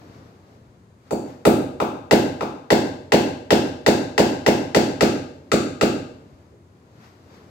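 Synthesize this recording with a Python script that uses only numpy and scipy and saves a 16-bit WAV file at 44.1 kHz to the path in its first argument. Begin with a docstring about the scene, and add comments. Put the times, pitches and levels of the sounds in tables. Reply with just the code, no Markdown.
"""A hammer drives a nail through plaster into masonry: careful blows and light taps, then a firm run.
Each impact shoves the wall (thud), rocks the nail (knock) and rings steel on steel (crack, tick, ping).
Harder blows are brighter; slanted ones stay longer in contact and sound duller and knockier.
The bare living room answers with echoes and standing waves. Over a low hum, people shift their feet
and their clothes rustle; two microphones a hand apart receive the sound."""
import sys
import numpy as np
from scipy import signal
from scipy.fft import rfft, irfft, next_fast_len
from scipy.io import wavfile
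from scipy.ndimage import uniform_filter1d

SR = 44100
rng = np.random.default_rng(int(sys.argv[2]) if len(sys.argv) > 2 else 0)


def materialize(psi):
    """Save the field psi as 16-bit PCM at rate SR to the path in sys.argv[1].

    A 1-D psi becomes a single channel; in a 2-D psi each row is a channel.
    """
    bounded = np.clip(np.atleast_2d(psi).T, -1, 1)
    quanta = np.round(bounded * 32767).astype(np.int16)
    wavfile.write(sys.argv[1], SR, quanta)


N = 330744
SIZE = 65536  # samples in one impulse response
HZ, AGE = np.fft.rfftfreq(SIZE, 1 / SR), np.arange(SIZE) / SR

# Levels in the tables are relative.
# full blows: (time [s], strength [dB], slant [0-1], ping level [dB])
BLOWS = [(1.1081, -23.5, 0.09, -44), (1.4521, -12.5, 0.19, -42.5), (2.11, -13, 0.07, -40),
         (2.7037, -14.5, 0, -40), (3.1206, -14, 0, -40.5), (3.5054, -14.5, 0.09, -40),
         (3.863, -14.5, 0.07, -35), (4.1788, -14.5, 0, -36.5), (4.463, -15, 0.02, -46),
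         (4.747, -15, 0.09, -36), (5.008, -15.5, 0.21, -37.5), (5.5169, -17.5, 0.37, -32.5),
         (5.811, -17, 0.26, -37.5)]
# light taps that straighten the nail: (time [s], strength [dB])
TAPS = [(1.801, -21.5), (2.4079, -25.5)]
# radiation of the shoved wall: (frequency [Hz], level [dB])
THUD = [(30, -49.5), (58, -18.5), (85, -15), (115, -14.5), (170, -8), (250, -3), (340, -5), (460, -2.5),
        (560, -2), (720, -4.5), (900, 0), (1250, -4.5), (2600, -11.5), (7000, -19)]
# the nail rocking in its hole: (frequency [Hz], half-width [Hz], level [dB])
KNOCK = [(1290, 160, -0.5), (2460, 330, -10.5), (3650, 200, -15)]
# steel on steel, middle range: (frequency [Hz], level [dB])
CRACK = [(700, -23.5), (1180, -7), (1380, 0.5), (1650, 6), (1980, 2.5), (2150, 0), (2400, -4.5), (2700, 3),
         (3000, -4), (3250, -4.5), (4000, -4.5), (4500, -3.5), (5200, -5.5), (6500, -12), (7500, -12),
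         (10500, -38)]
# steel on steel, treble: (frequency [Hz], level [dB])
TICK = [(4000, -10.5), (7500, 6.5), (9600, 0), (12000, 1), (15500, 1.5)]
# the nail's free length, rung off-centre: (frequency [Hz], half-width [Hz], level [dB])
PING = [(4540, 85, 8), (7160, 140, 1.5), (7250, 1160, -1.5)]
# direct path and nearest reflections: (delay [s], gain [ratio], best-carried frequency [Hz])
PATHS = [(.0007, 0.29, 3900), (.0036, 0.41, 2050), (.0072, 0.25, 690), (0.017, 0.42, 13780),
         (0.018, .16, 7100), (.0225, 0.22, 12100), (.027, 0.16, 386)]
# low modes of wall and room: (frequency [Hz], level [dB], 60 dB decay time [s])
MODES = [(85.6, -17, 1.3), (141, -14.5, 1.1), (209.1, -14, 0.41), (254.8, -9.5, 0.61), (309.4, -17.5, 0.86),
         (337.5, -6, 0.27), (357, -17, 0.63), (410.2, -14, 0.36), (550, -21, 0.38), (576, -19, 1.2),
         (623, -14.5, 0.89), (661, -19.5, 0.48), (713.5, -10, 0.37), (751, -21, 0.78), (797, -29, 0.72),
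         (975, -28, 0.34), (1320, -30.5, 0.39)]
# reverberation of the room: (frequency [Hz], 60 dB decay time [s])
REVERB_TIME = [(80, 1), (200, 0.6), (560, 0.72), (1500, 0.59), (4000, 0.59), (7500, 0.55), (11000, 0.45),
               (16000, 0.37)]
# first echoes, relative to the even decay: (frequency [Hz], level [dB])
NEAR_ECHO = [(100, -20), (280, -35), (550, 1), (1000, 10.5), (1800, 13.5), (4000, -0.5), (8000, 5.5),
             (14000, -5.5)]
# echo off the far walls, relative to the even decay: (frequency [Hz], level [dB])
FAR_ECHO = [(100, 12), (170, -4.5), (280, 9), (600, 6), (1200, -1.5), (4000, 4), (12000, 2.5)]
# left microphone minus right: (frequency [Hz], level [dB])
BALANCE = [(60, 2), (200, 1.5), (340, -2.5), (500, -2), (750, 0.5), (1100, 8), (1800, 9.5), (2800, 2),
           (4200, 4), (6400, 4), (9000, 13.5), (15000, 9)]
# soft footfalls: (time [s], level [dB], centre frequency [Hz])
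STEPS = [(0.071, -47, 94.5), (.16, -52, 85), (0.526, -50.5, 96.5), (0.649, -49.5, 91.5),
         (6.225, -50, 237.4), (6.3, -47.5, 88.7), (6.515, -53, 395), (6.551, -60, 159), (6.961, -50.5, 160),
         (7.319, -60, 307)]
# people's movement before and after the hammering: (time [s], level [dB])
STIR = [(0.0, -51.5), (0.278, -52.5), (0.388, -57), (0.544, -54.5), (0.604, -58.5), (1.04, -64.5),
        (1.08, -58), (6.4, -57.5), (6.562, -61.5), (6.61, -62.5), (6.914, -59), (7.028, -57),
        (7.084, -59), (7.48, -53.5)]
# shuffling feet: (frequency [Hz], level [dB])
SHUFFLE = [(40, -35), (90, 0), (250, 4), (450, 0), (800, -8), (1500, -18.5), (3000, -50)]
# rustling clothes: (frequency [Hz], level [dB])
CLOTH = [(100, -18.5), (500, 4), (1100, 10), (1800, 6), (3000, -1), (5000, -1), (7500, -9), (9500, -23),
         (12000, -11.5), (16000, -25)]
# single swishes of clothing: (peak time [s], level [dB])
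SWISHES = [(.01, -61.5), (.15, -58), (1.08, -61), (1.3, -51.5), (7.045, -52.5), (7.35, -54.5)]
# hum of the quiet room: (frequency [Hz], spectral level [dB])
HUM = [(18, -58), (30, -37), (90, -0.5), (134, -6), (210, -12.5), (287, -19.5), (404, -16.5), (702, -27.5),
       (1010, -25), (1130, -29.5), (5900, -48.5), (6550, -38.5), (16000, -59.5)]


def hammering(response, level_db=36, drift=0.42, drift_hz=2500):
    """Decorrelation: as arm and body move, short waves find new paths; long ones meet the same room."""
    out = np.zeros((2, N))
    other_echoes = [echoes() * microphone_balance() for _ in range(3)]
    change = drift * HZ / (HZ + drift_hz)
    for s, *stroke in strokes():
        weights = rng.standard_normal(len(other_echoes))
        new_paths = np.tensordot(weights / np.linalg.norm(weights), other_echoes, 1)
        transfer = np.sqrt(1 - change ** 2) * response + change * new_paths
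        add(out, s, gain_of(level_db) * waveform(transfer * impact(s, *stroke)))
    return out


def strokes(square_ms=1.117, slant_ms=1.02, tap_ms=0.73, tap_slant=0.28, tap_ping_db=-62):
    """Contact time: a square blow rebounds quickly, a slanted one stays on the nail longer."""
    blows = [(s, db, slant, square_ms + slant_ms * slant, ping_db) for s, db, slant, ping_db in BLOWS]
    taps = [(s, db, tap_slant, tap_ms, tap_ping_db) for s, db in TAPS]
    return sorted(blows + taps)


def impact(s, strength_db, slant, contact_ms, ping_db, ripple_hz=300):
    """Impact excitation: the spectra of a half-sine shove, the nail and the steel add in power."""
    force = np.sin(np.pi * np.minimum(AGE * 1000 / contact_ms, 1))
    thud = evened(abs(rfft(force)) * gain_of(read(THUD, HZ)))
    # the face never lands on quite the same spot, so the steel's colour shifts
    ripple_db = 1.4 * np.interp(HZ / ripple_hz, np.arange(100), rng.standard_normal(100))
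    crack = evened(gain_of(read(CRACK, HZ) + ripple_db))
    tick = evened(gain_of(read(TICK, HZ) + ripple_db))
    # until about 1.65 s the tip sits in soft plaster, which swallows the crack and adds a little grit
    plaster = 0.5 - 0.5 * np.tanh((s - 1.65) / 0.5)
    above_firm_db = strength_db + 14  # a firm blow has strength -14 dB
    crack_db = -21.5 + 1.56 * above_firm_db - 14.5 * plaster
    tick_db = -36.5 + 1.55 * above_firm_db + 2 * plaster
    parts = np.array([thud, slant * resonances(KNOCK), crack, tick, resonances(PING)])
    levels = gain_of([strength_db, strength_db, crack_db, tick_db, ping_db])
    return minimum_phase(np.linalg.norm(levels[:, None] * parts, axis=0))


def resonances(table):
    """Resonance: the nail's bell-shaped peaks add in power to a gain curve of rms 1."""
    peaks = [gain_of(db) / (1 + ((HZ - hz) / width) ** 2) for hz, width, db in table]
    return evened(np.linalg.norm(peaks, axis=0))


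def room():
    """Superposition: early paths, dense echoes and modes sum to the room's transfer function."""
    dense = echoes()
    return (dense + early_paths() + standing_waves(dense)) * microphone_balance()


def early_paths(octaves=1.25):
    """Multipath propagation: each path delays the sound and favours one band."""
    paths = 0
    for s, gain, hz in PATHS:
        band = 1 / (1 + (np.log2((HZ + 1) / hz) / octaves) ** 2)
        paths += gain * np.exp(-2j * np.pi * HZ * s) * minimum_phase(band)
    return np.array([paths, paths * crossfeed(HZ)])


def standing_waves(dense, level_db=-20, swell_s=0.0068):
    """Normal modes build up in phase with the echoes that feed them, then decay exponentially."""
    ring = np.zeros(SIZE)
    for hz, db, t60 in MODES:
        phase = np.angle(dense[:, round(hz / HZ[1])].sum())
        envelope = np.exp(-np.log(1000) * AGE / t60) * (1 - np.exp(-AGE / swell_s))
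        mode = np.cos(2 * np.pi * hz * AGE + phase) * envelope
        ring += gain_of(db + level_db) * mode / np.linalg.norm(mode)
    return rfft(ring)


def echoes(near_s=0.0088, far_s=0.026, far_width_s=0.008, build_cycles=0.7, smooth_hz=55):
    """Reverberation: dense echoes start strongly, swell off the far walls, then decay evenly."""
    noise = diffuse_field(SIZE)[1]
    centres = np.geomspace(70, 16000, num=12)
    near = np.exp(-AGE / near_s)
    far = np.exp(-((AGE - far_s) / far_width_s) ** 2)
    tail = np.zeros((2, SIZE))
    for hz, share in zip(centres, np.eye(len(centres))):
        band = irfft(noise * read(np.c_[centres, share], HZ))
        emphasis = gain_of(read(NEAR_ECHO, hz) * near + read(FAR_ECHO, hz) * far)
        decay = np.exp(-np.log(1000) * AGE / read(REVERB_TIME, hz))
        build_up = 1 - np.exp(-AGE * hz / build_cycles)
        envelope = emphasis * decay * build_up
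        tail += band * envelope / np.linalg.norm(envelope)
    # the echoes carry equal power in every band
    spectrum = rfft(tail)
    power = abs(spectrum) ** 2
    for _ in range(2):
        power = uniform_filter1d(power, int(smooth_hz / HZ[1]), axis=1)
    return spectrum * np.array([minimum_phase(1 / np.sqrt(abs(p) + 1e-9)) for p in power])


def footfalls(response, level_db=32, octaves=0.6):
    """Soft impact: bare feet bump wood and floor, exciting the room with dull, low pulses."""
    out = np.zeros((2, N))
    for s, db, hz in STEPS:
        bump = evened(np.exp(-abs(np.log2((HZ + 1) / hz) / octaves) ** 1.5))
        add(out, s, gain_of(db + level_db) * waveform(response * minimum_phase(bump)))
    return out


def shuffle_and_rustle(usual_db=-56, rise_s=0.069, fall_s=0.09):
    """Friction noise: feet and clothes follow people's movement, with a few quick swishes."""
    t = np.arange(N) / SR
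    stir_db = np.interp(t, *np.transpose(STIR)) - usual_db
    swishes = sum(gain_of(db) * np.exp(-np.maximum((s - t) / rise_s, (t - s) / fall_s))
                  for s, db in SWISHES)
    shuffle = diffuse_noise(SHUFFLE) * gain_of(-52 + stir_db)
    cloth = diffuse_noise(CLOTH) * np.hypot(gain_of(-62 + 0.94 * stir_db), swishes)
    return shuffle * lean_left(db=1) + cloth * lean_left(db=2)


def hum(level_db=-53.5):
    """Stationary noise: the quiet room has its power mostly at low frequencies."""
    return gain_of(level_db) * diffuse_noise(HUM) * lean_left(db=1)


def diffuse_noise(colour):
    """Spectral shaping: a diffuse field takes on a given colour, at rms 1."""
    hz, noise = diffuse_field(2 * next_fast_len(N // 2 + 1))
    return evened(irfft(noise * gain_of(read(colour, hz)))[:, :N])


def diffuse_field(size, spacing_s=0.00045, crossfeed_share=0.26):
    """Spatial coherence: noise from all sides is alike at both microphones only for long waves."""
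    hz = np.fft.rfftfreq(size, 1 / SR)
    left, independent = rfft(rng.standard_normal((2, size)))
    all_round = np.sinc(2 * hz * spacing_s)  # spacing is the travel time between the microphones
    coherence = all_round + crossfeed_share * (1 - abs(all_round)) * crossfeed(hz)
    right = coherence * left + np.sqrt(abs(1 - abs(coherence) ** 2)) * independent
    return hz, np.array([left, right])


def crossfeed(hz, delay_s=0.00047):
    """Stereo cross-feed: the right channel carries a delayed copy of the left, in all sounds alike."""
    return np.exp(-2j * np.pi * hz * delay_s)


def microphone_balance():
    """Constant-power panning: sound from the hammer's corner divides between the microphones."""
    gains = gain_of(read(BALANCE, HZ) * np.array([[0.5], [-0.5]]))
    gains /= np.sqrt(np.mean(gains ** 2, axis=0))
    return np.array([minimum_phase(gain) for gain in gains])


def lean_left(db):
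    """Level panning: the left channel rises by db and the right falls by as much."""
    return gain_of([[db], [-db]])


def minimum_phase(gain):
    """Minimum phase: the spectrum of the promptest causal pulse that has these gains."""
    log_gain = np.log(np.maximum(gain, gain.max() * 1e-5))
    mirrored = np.concatenate([log_gain, log_gain[-2:0:-1]])
    return np.exp(np.conj(signal.hilbert(mirrored)))[:len(gain)]


def waveform(spectrum, end_s=1.3):
    """Fourier synthesis: a spectrum becomes a sound, faded out by end_s."""
    return irfft(spectrum) * np.clip(4 - 4 * AGE / end_s, 0, 1)


def gain_of(db):
    """Decibel law: 20 dB is a factor of ten in amplitude."""
    return 10 ** (np.asarray(db) / 20)


def evened(x):
    """Normalisation to rms 1."""
    return x / np.sqrt(np.mean(abs(x) ** 2) + 1e-20)


def read(points, hz):
    """Interpolation of (frequency [Hz], value) points on a logarithmic frequency axis."""
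    frequency, value = np.transpose(points)
    return np.interp(np.log(hz + 1), np.log(frequency + 1), value)


def add(mix, s, sound):
    """Superposition of a stereo sound on the mix at time s."""
    part = mix[:, round(s * SR):][:, :sound.shape[1]]
    part += sound[:, :part.shape[1]]


def scene():
    """Linear superposition: the pressures of hammer, feet, clothes and hum add in one room."""
    response = room()
    return hammering(response) + footfalls(response) + shuffle_and_rustle() + hum()


def record(dry, cutoff_hz=15950):
    """Soft saturation rounds the loudest peaks at full scale; a low-pass filter limits the band."""
    rounded = dry / (1 + dry ** 8) ** (1 / 8)
    low_pass = signal.firwin(511, cutoff_hz, window=("kaiser", 9), fs=SR)
    return signal.oaconvolve(rounded, low_pass[None], "same")


dry = scene()
out = record(dry)
materialize(out)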